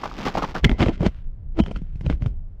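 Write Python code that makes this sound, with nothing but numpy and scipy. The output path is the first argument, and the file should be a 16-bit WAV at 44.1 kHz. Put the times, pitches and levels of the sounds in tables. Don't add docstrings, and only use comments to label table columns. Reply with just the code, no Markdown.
import sys
import numpy as np
from scipy import signal
from scipy.fft import rfft, irfft, next_fast_len
from scipy.io import wavfile
from scipy.ndimage import uniform_filter1d

SR = 44100
rng = np.random.default_rng(int(sys.argv[2]) if len(sys.argv) > 2 else 0)


def pcm_store(signal):
    levels = np.round(np.clip(np.atleast_2d(signal), -1, 1) * 32767)
    wavfile.write(sys.argv[1], SR, levels.astype(np.int16).T)


N = 114660

# peak time, rise and fall in seconds, then grit, crush and thud in dB.
CRUST_PUSHES = [(0.645, 0.011, 0.032, -28.5, -22, -7), (0.701, 0.02, 0.071, -43.5, -29.5, -26),
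                (0.81, 0.027, 0.065, -29.5, -28, -13.5), (0.831, 0.024, 0.018, -31, -20.5, -14),
                (0.865, 0.0083, 0.024, -37, -24, -19), (0.887, 0.023, 0.028, -36.5, -21.5, -15),
                (0.937, 0.044, 0.071, -46, -68, -34), (1.031, 0.04, 0.04, -41, -26.5, -20.5),
                (1.064, 0.023, 0.02, -28, -21.5, -13), (1.601, 0.025, 0.0084, -30.5, -19, -16.5),
                (1.674, 0.042, 0.07, -50.5, -39, -28.5), (1.762, 0.028, 0.044, -49, -64, -27.5),
                (2.064, 0.036, 0.026, -48.5, -42, -22), (2.102, 0.017, 0.049, -41, -35.5, -18.5),
                (2.224, 0.033, 0.11, -56, -50, -28), (2.264, 0.025, 0.037, -56.5, -45.5, -25.5)]
# start in seconds, snap strength in dB, ring in Hz, thud level in dB, thud pitch in Hz.
CRYSTAL_SNAPS = [(.6525, -21, 3300, -5, 219), (0.6942, -11.5, 2096, -7.5, 220),
                 (0.7146, -15.5, 2120, -12, 236), (.8059, -12, 1440, -23, 275), (.818, -12, 2070, -9, 279),
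                 (.8276, -9, 2310, -11, 323), (0.8356, -18, 1820, -14, 268.6),
                 (0.8598, -17.5, 2400, -46, 230), (.884, -16.5, 1940, -11, 350),
                 (1.007, -23, 590, -5.5, 151), (1.032, -25, 1360, -9, 326),
                 (1.064, -14.5, 2650, -6.5, 186.4), (1.5944, -26, 970, -10, 260),
                 (1.6017, -18, 2400, -2.5, 208), (1.6367, -29, 3180, -27, 200),
                 (1.662, -22, 2020, -23.5, 176), (1.7108, -34.5, 2940, -18, 206),
                 (1.7138, -24.5, 1000, -26.5, 220), (1.762, -26.5, 2650, -22, 136),
                 (1.818, -49, 2110, -17.5, 163), (1.957, -43, 2600, -20, 130),
                 (2.01, -32, 1050, -20.5, 152), (2.0637, -22, 2350, -6.5, 135),
                 (2.0992, -19, 2200, -5, 165), (2.126, -28.5, 2180, -16.5, 129),
                 (2.222, -29, 1380, -16.5, 158), (2.2611, -25, 2190, -9.5, 116)]
# peak time, rise and fall in seconds, pitch in Hz, level in dB.
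CRUST_GROANS = [(0.899, 0.052, 0.028, 335, -21.5), (1.052, 0.053, 0.015, 420, -27),
                (1.594, 0.019, 0.022, 330, -11.5)]
# start and length in seconds, then rasp, hiss and body in dB.
RUB_STROKES = [(.0, 0.52, -46.5, -49, -44), (0.032, 0.028, -31.5, -42.5, -40),
               (0.178, 0.062, -38, -42.5, -34), (0.253, 0.032, -27.5, -33.5, -27),
               (0.347, 0.0066, -38, -36, -28), (0.372, 0.014, -24.5, -35, -26.5),
               (0.424, 0.015, -25.5, -36, -29), (0.481, 0.023, -43.5, -49.5, -44.5),
               (.548, 0.014, -29.5, -38.5, -33), (0.571, 0.015, -37, -42.5, -38),
               (0.788, 0.047, -32, -43, -46)]
# start in seconds, level in dB, pitch in Hz.
PITCHED_TICKS = [(0.0359, -14, 1054), (.114, -20, 1200), (.353, -5.5, 740), (0.3704, -14, 600),
                 (.376, -11, 836), (.44, -14, 860), (0.556, -15.5, 1310), (0.564, -15, 1530),
                 (1.76, -24, 1370)]
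# start in seconds, pitch in Hz, level in dB, seconds to fall 60 dB.
HIGH_RINGS = [(0.647, 2080, -36, 0.37), (1.601, 3090, -41, 0.24)]
# peak time in seconds, level in dB, frequency in Hz.
MOUNT_BUMPS = [(0.642, -12, 50), (.729, -12.5, 47), (1.086, -17, 54.6), (1.274, -19, 25.2),
               (1.629, -14.5, 62.2), (2.079, -12, 82.4), (2.146, -15.5, 55), (2.233, -16, 46.8),
               (2.309, -20.5, 46)]
# start and length in seconds, level in dB.
GRIP_CREEPS = [(1.11, 0.067, -61), (1.81, 0.2, -70)]
# time in seconds, relative level in dB.
RUMBLE_CONTOUR = [(0.0, -38.5), (0.708, -33.5), (2.33, -28.5), (2.6, -38)]

# centre in Hz, width in Hz, strength in dB.
CASE_MODES = [(1380, 140, -0.5), (2086, 100, -1.5), (3130, 200, 2), (4390, 84, -11), (7200, 80, -5)]
MOUNT_MODES = [(824, 37, -2), (1270, 180, -4.5)]

# frequency in Hz, relative level in dB.
GRIT_COLOUR = [(400, -12.5), (1400, 0.5), (2400, 2.5), (3600, -5.5), (5000, -10), (7000, -19), (9000, -31),
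               (15000, -56)]
CRUSH_COLOUR = [(120, -15.5), (380, 0), (600, -4), (1000, -14), (1700, -29), (4000, -51), (9000, -61)]
THUD_COLOUR = [(25, -9.5), (65, 3), (120, 0), (200, -2.5), (330, -11), (550, -28), (1200, -42.5),
               (4000, -84)]
SNAP_COLOUR = [(100, -4.5), (500, 13), (1200, 2), (2500, 1.5), (4000, -15.5), (6500, -28.5), (9000, -42),
               (15000, -54)]
SKID_COLOUR = [(500, -10.5), (1300, -3.5), (2000, -1), (3300, -0.5), (4500, -15), (7000, -21.5),
               (10000, -37), (12300, -41), (13500, -31.5), (16000, -34.5)]
CRUMB_COLOUR = [(2000, -7), (5500, 2), (11000, -16.5), (14000, -27)]
RASP_COLOUR = [(150, -22), (400, 2), (850, 2.5), (1300, -1.5), (2000, -20), (4000, -31.5), (9000, -52.5)]
HISS_COLOUR = [(600, -22.5), (1800, 3.5), (3200, 0), (4200, -4.5), (5200, -5), (7300, -17), (8800, -29.5),
               (14000, -28.5), (16000, -31.5)]
BODY_COLOUR = [(60, -22.5), (180, 0.5), (330, -5.5), (600, -22.5), (1500, -26), (5000, -75)]
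CREEP_COLOUR = [(600, -8.5), (1500, -1), (2150, -4.5), (3000, -5), (5000, -18), (9000, -34)]
RUMBLE_COLOUR = [(6, -22.5), (28, 7), (60, -5), (110, -11.5), (180, -23.5), (300, -41.5), (700, -63.5),
                 (3000, -100)]
AIR_COLOUR = [(100, 3), (600, -2), (1000, -12.5), (1450, -16.5), (2600, -25.5), (6000, -39), (16000, -54)]


def crust_crunch():
    swells = np.array([swell(peak, 0, rise, fall) for peak, rise, fall, *_ in CRUST_PUSHES])
    grit_db, crush_db, thud_db = np.transpose(CRUST_PUSHES)[3:]
    grit = effort(swells, grit_db) * grains(per_s=940, spread_db=9.5, smooth=1.0)
    crush = effort(swells, crush_db) * grains(per_s=650, spread_db=4.0, smooth=0.35)
    thud = effort(swells, thud_db) * grains(per_s=500, spread_db=2.0, smooth=0.51)
    return (through(grit, response(GRIT_COLOUR, CASE_MODES))
            + through(crush, response(CRUSH_COLOUR))
            + through(thud, response(THUD_COLOUR)))


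def crystal_snaps(splinter_t60_s=0.012, ring_t60_s=0.011):
    splinters, rings = np.zeros((2, N))
    t = np.arange(SR // 20) / SR
    for start, snap_db, ring_hz, thud_db, thud_hz in CRYSTAL_SNAPS:
        burst = rng.standard_normal(len(t)) * amp(-60 * t / splinter_t60_s)
        add(splinters, start, amp(snap_db + 3) * burst / np.linalg.norm(burst))
        for hz, share in (ring_hz, 1), (ring_hz * 1.65, 0.5):
            add(rings, start, share * amp(snap_db - 5.5) * ring(hz, ring_t60_s, ring_t60_s / 20))
        add(rings, start, -amp(thud_db) * ring(thud_hz, t60_s=0.044, attack_s=0.00098))
    case = response(SNAP_COLOUR, CASE_MODES)
    return through(splinters, case / np.abs(case).max()) + rings


def landing_skid(start_s=0.644, slip_hz=1796, jitter=0.2, count=40):
    gaps = np.exp(jitter * rng.standard_normal(count)) / slip_hz
    sizes = amp(2 * rng.standard_normal(count))
    slips = np.zeros(N)
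    for delay, size in zip(np.cumsum(gaps) - gaps[0], sizes):
        add(slips, start_s + delay, np.array([size]))
    slips *= swell(start_s, hold_s=0.0058, rise_s=0.0015, fall_s=0.0042)
    return amp(-15) * np.sqrt(SR / slip_hz) * through(slips, response(SKID_COLOUR, CASE_MODES))


def crust_groans(waver_share=0.04, tilt_db_per_octave=-12.5):
    out = np.zeros(N)
    for peak, rise, fall, hz, db in CRUST_GROANS:
        waver = unit(uniform_filter1d(rng.standard_normal(N), size=300))
        phase = 2 * np.pi * np.cumsum(hz * (1 + waver_share * waver)) / SR
        tone = sum(amp(tilt_db_per_octave * np.log2(k)) * np.sin(k * phase) for k in range(1, 5))
        out += amp(db) * swell(peak, 0, rise, fall) * tone
    return out


def crumbs(db_per_snap_db=0.54):
    showers = [amp(db_per_snap_db * db) * swell(start, 0, rise_s=0.01, fall_s=0.036)
               for start, db, *_ in CRYSTAL_SNAPS]
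    crackle = np.max(showers, axis=0) * grains(per_s=7400, spread_db=5.5, smooth=0)
    return amp(-45.5) * through(crackle, response(CRUMB_COLOUR))


def mount_rub():
    swells = np.array([swell(start, length, rise_s=0.00624, fall_s=0.028)
                       for start, length, *_ in RUB_STROKES])
    rasp_db, hiss_db, body_db = np.transpose(RUB_STROKES)[2:]
    rasp = effort(swells, rasp_db) * grains(per_s=500, spread_db=3.5, smooth=0.066)
    hiss = effort(swells, hiss_db) * grains(per_s=700, spread_db=4, smooth=0.45)
    body = effort(swells, body_db) * grains(per_s=650, spread_db=1.5, smooth=0.22)
    out = through(rasp, response(RASP_COLOUR, MOUNT_MODES))
    out += through(hiss, response(HISS_COLOUR))
    out += through(body, response(BODY_COLOUR))
    return out + squeaks(effort(swells, rasp_db))


def squeaks(strength, typical_hz=1130, log_spread=0.45, count=500):
    out = np.zeros(N)
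    for sample, (pitch, size) in zip(rng.integers(N, size=count), rng.standard_normal((count, 2))):
        hz = min(typical_hz * np.exp(log_spread * pitch), SR / 10)
        gain = strength[sample] * amp(3.5 + 2 * size) * min(1, typical_hz / hz)
        add(out, sample / SR, gain * ring(hz, t60_s=0.026, attack_s=0.00065))
    return out


def pitched_ticks():
    out = np.zeros(N)
    for start, db, hz in PITCHED_TICKS:
        add(out, start, amp(db) * ring(hz, t60_s=0.013, attack_s=0.00052))
    return out


def high_ringing(half_width_hz=140):
    out = np.zeros(N)
    f = np.fft.rfftfreq(N, 1 / SR)
    for start, hz, db, t60 in HIGH_RINGS:
        band = irfft(rfft(rng.standard_normal(N)) / (1 + ((f - hz) / half_width_hz) ** 4), N)
        out += amp(db) * unit(band) * swell(start, 0, rise_s=0.002, fall_s=t60 / 3)
    return out


def mount_bumps(width_cycles=0.79):
    out = np.zeros(N)
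    for peak, db, hz in MOUNT_BUMPS:
        cycles = (np.arange(N) / SR - peak) * hz
        out -= amp(db) * np.cos(2 * np.pi * cycles) * np.exp(-(cycles / width_cycles) ** 2)
    return out


def grip_creep():
    swells = np.array([swell(start, length, rise_s=0.04, fall_s=0.12)
                       for start, length, _ in GRIP_CREEPS])
    strength = effort(swells, np.transpose(GRIP_CREEPS)[2])
    return through(strength * grains(per_s=700, spread_db=12, smooth=0.99), response(CREEP_COLOUR))


def wind_and_handling():
    contour_db = np.interp(np.arange(N) / SR, *np.transpose(RUMBLE_CONTOUR))
    rumble = unit(through(rng.standard_normal(N), response(RUMBLE_COLOUR)))
    air = unit(through(rng.standard_normal(N), response(AIR_COLOUR)))
    return amp(contour_db + 1) * rumble + amp(-62) * air


def amp(db):
    return 10 ** (np.asarray(db) / 20)


def unit(x):
    return x / np.sqrt(np.mean(x ** 2) + 1e-20)


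def add(track, start_s, sound):
    part = track[max(0, round(start_s * SR)):][:len(sound)]
    part += sound[:len(part)]


def response(colour, modes=(), size=8192):
    f = np.fft.rfftfreq(size, 1 / SR)
    hz, db = np.transpose(colour)
    gain = amp(np.interp(np.log(f + 1), np.log(hz), db))
    for centre, width, level in modes:
        gain *= np.sqrt(1 + 2 * amp(level) ** 2 / (1 + (2 * (f - centre) / width) ** 2))
    cepstrum = irfft(np.log(gain))
    fold = np.r_[1, np.full(size // 2 - 1, 2), np.zeros(size // 2)]
    impulse = irfft(np.exp(rfft(cepstrum * fold)))
    return impulse / np.linalg.norm(impulse)


def through(x, impulse):
    return signal.fftconvolve(x, impulse)[:N]


def grains(per_s, spread_db, smooth):
    hits = rng.random(N) < per_s / SR
    signs = np.sign(rng.standard_normal(N))
    sizes = amp(spread_db * rng.standard_normal(N))
    texture = unit(hits * signs * sizes) + smooth * rng.standard_normal(N)
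    local_power = np.abs(uniform_filter1d(texture ** 2, size=1100))
    return texture / np.sqrt(local_power + 1e-9)


def swell(peak_s, hold_s, rise_s, fall_s):
    t = np.arange(N) / SR - peak_s
    return amp(-20 * (np.maximum(-t, 0) / rise_s + np.maximum(t - hold_s, 0) / fall_s))


def effort(swells, levels_db):
    return np.sqrt(amp(levels_db) ** 2 @ swells ** 2)


def ring(hz, t60_s, attack_s):
    t = np.arange(SR // 6) / SR
    return np.sin(2 * np.pi * hz * t) * amp(-60 * t / t60_s) * (1 - np.exp(-t / attack_s))


def scene():
    ice = landing_skid() + crust_crunch() + crust_groans() + crystal_snaps() + crumbs()
    small_sounds = mount_rub() + pitched_ticks() + high_ringing() + grip_creep() + mount_bumps()
    return (ice + small_sounds + wind_and_handling())[None]


def record(dry):
    top_hz = 15750
    size = next_fast_len(N + SR // 2)
    low_pass = 1 / (1 + (np.fft.rfftfreq(size, 1 / SR) / top_hz) ** 120)
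    return irfft(rfft(dry, size) * low_pass, size)[:, :N]


dry = scene()
out = record(dry)
pcm_store(out)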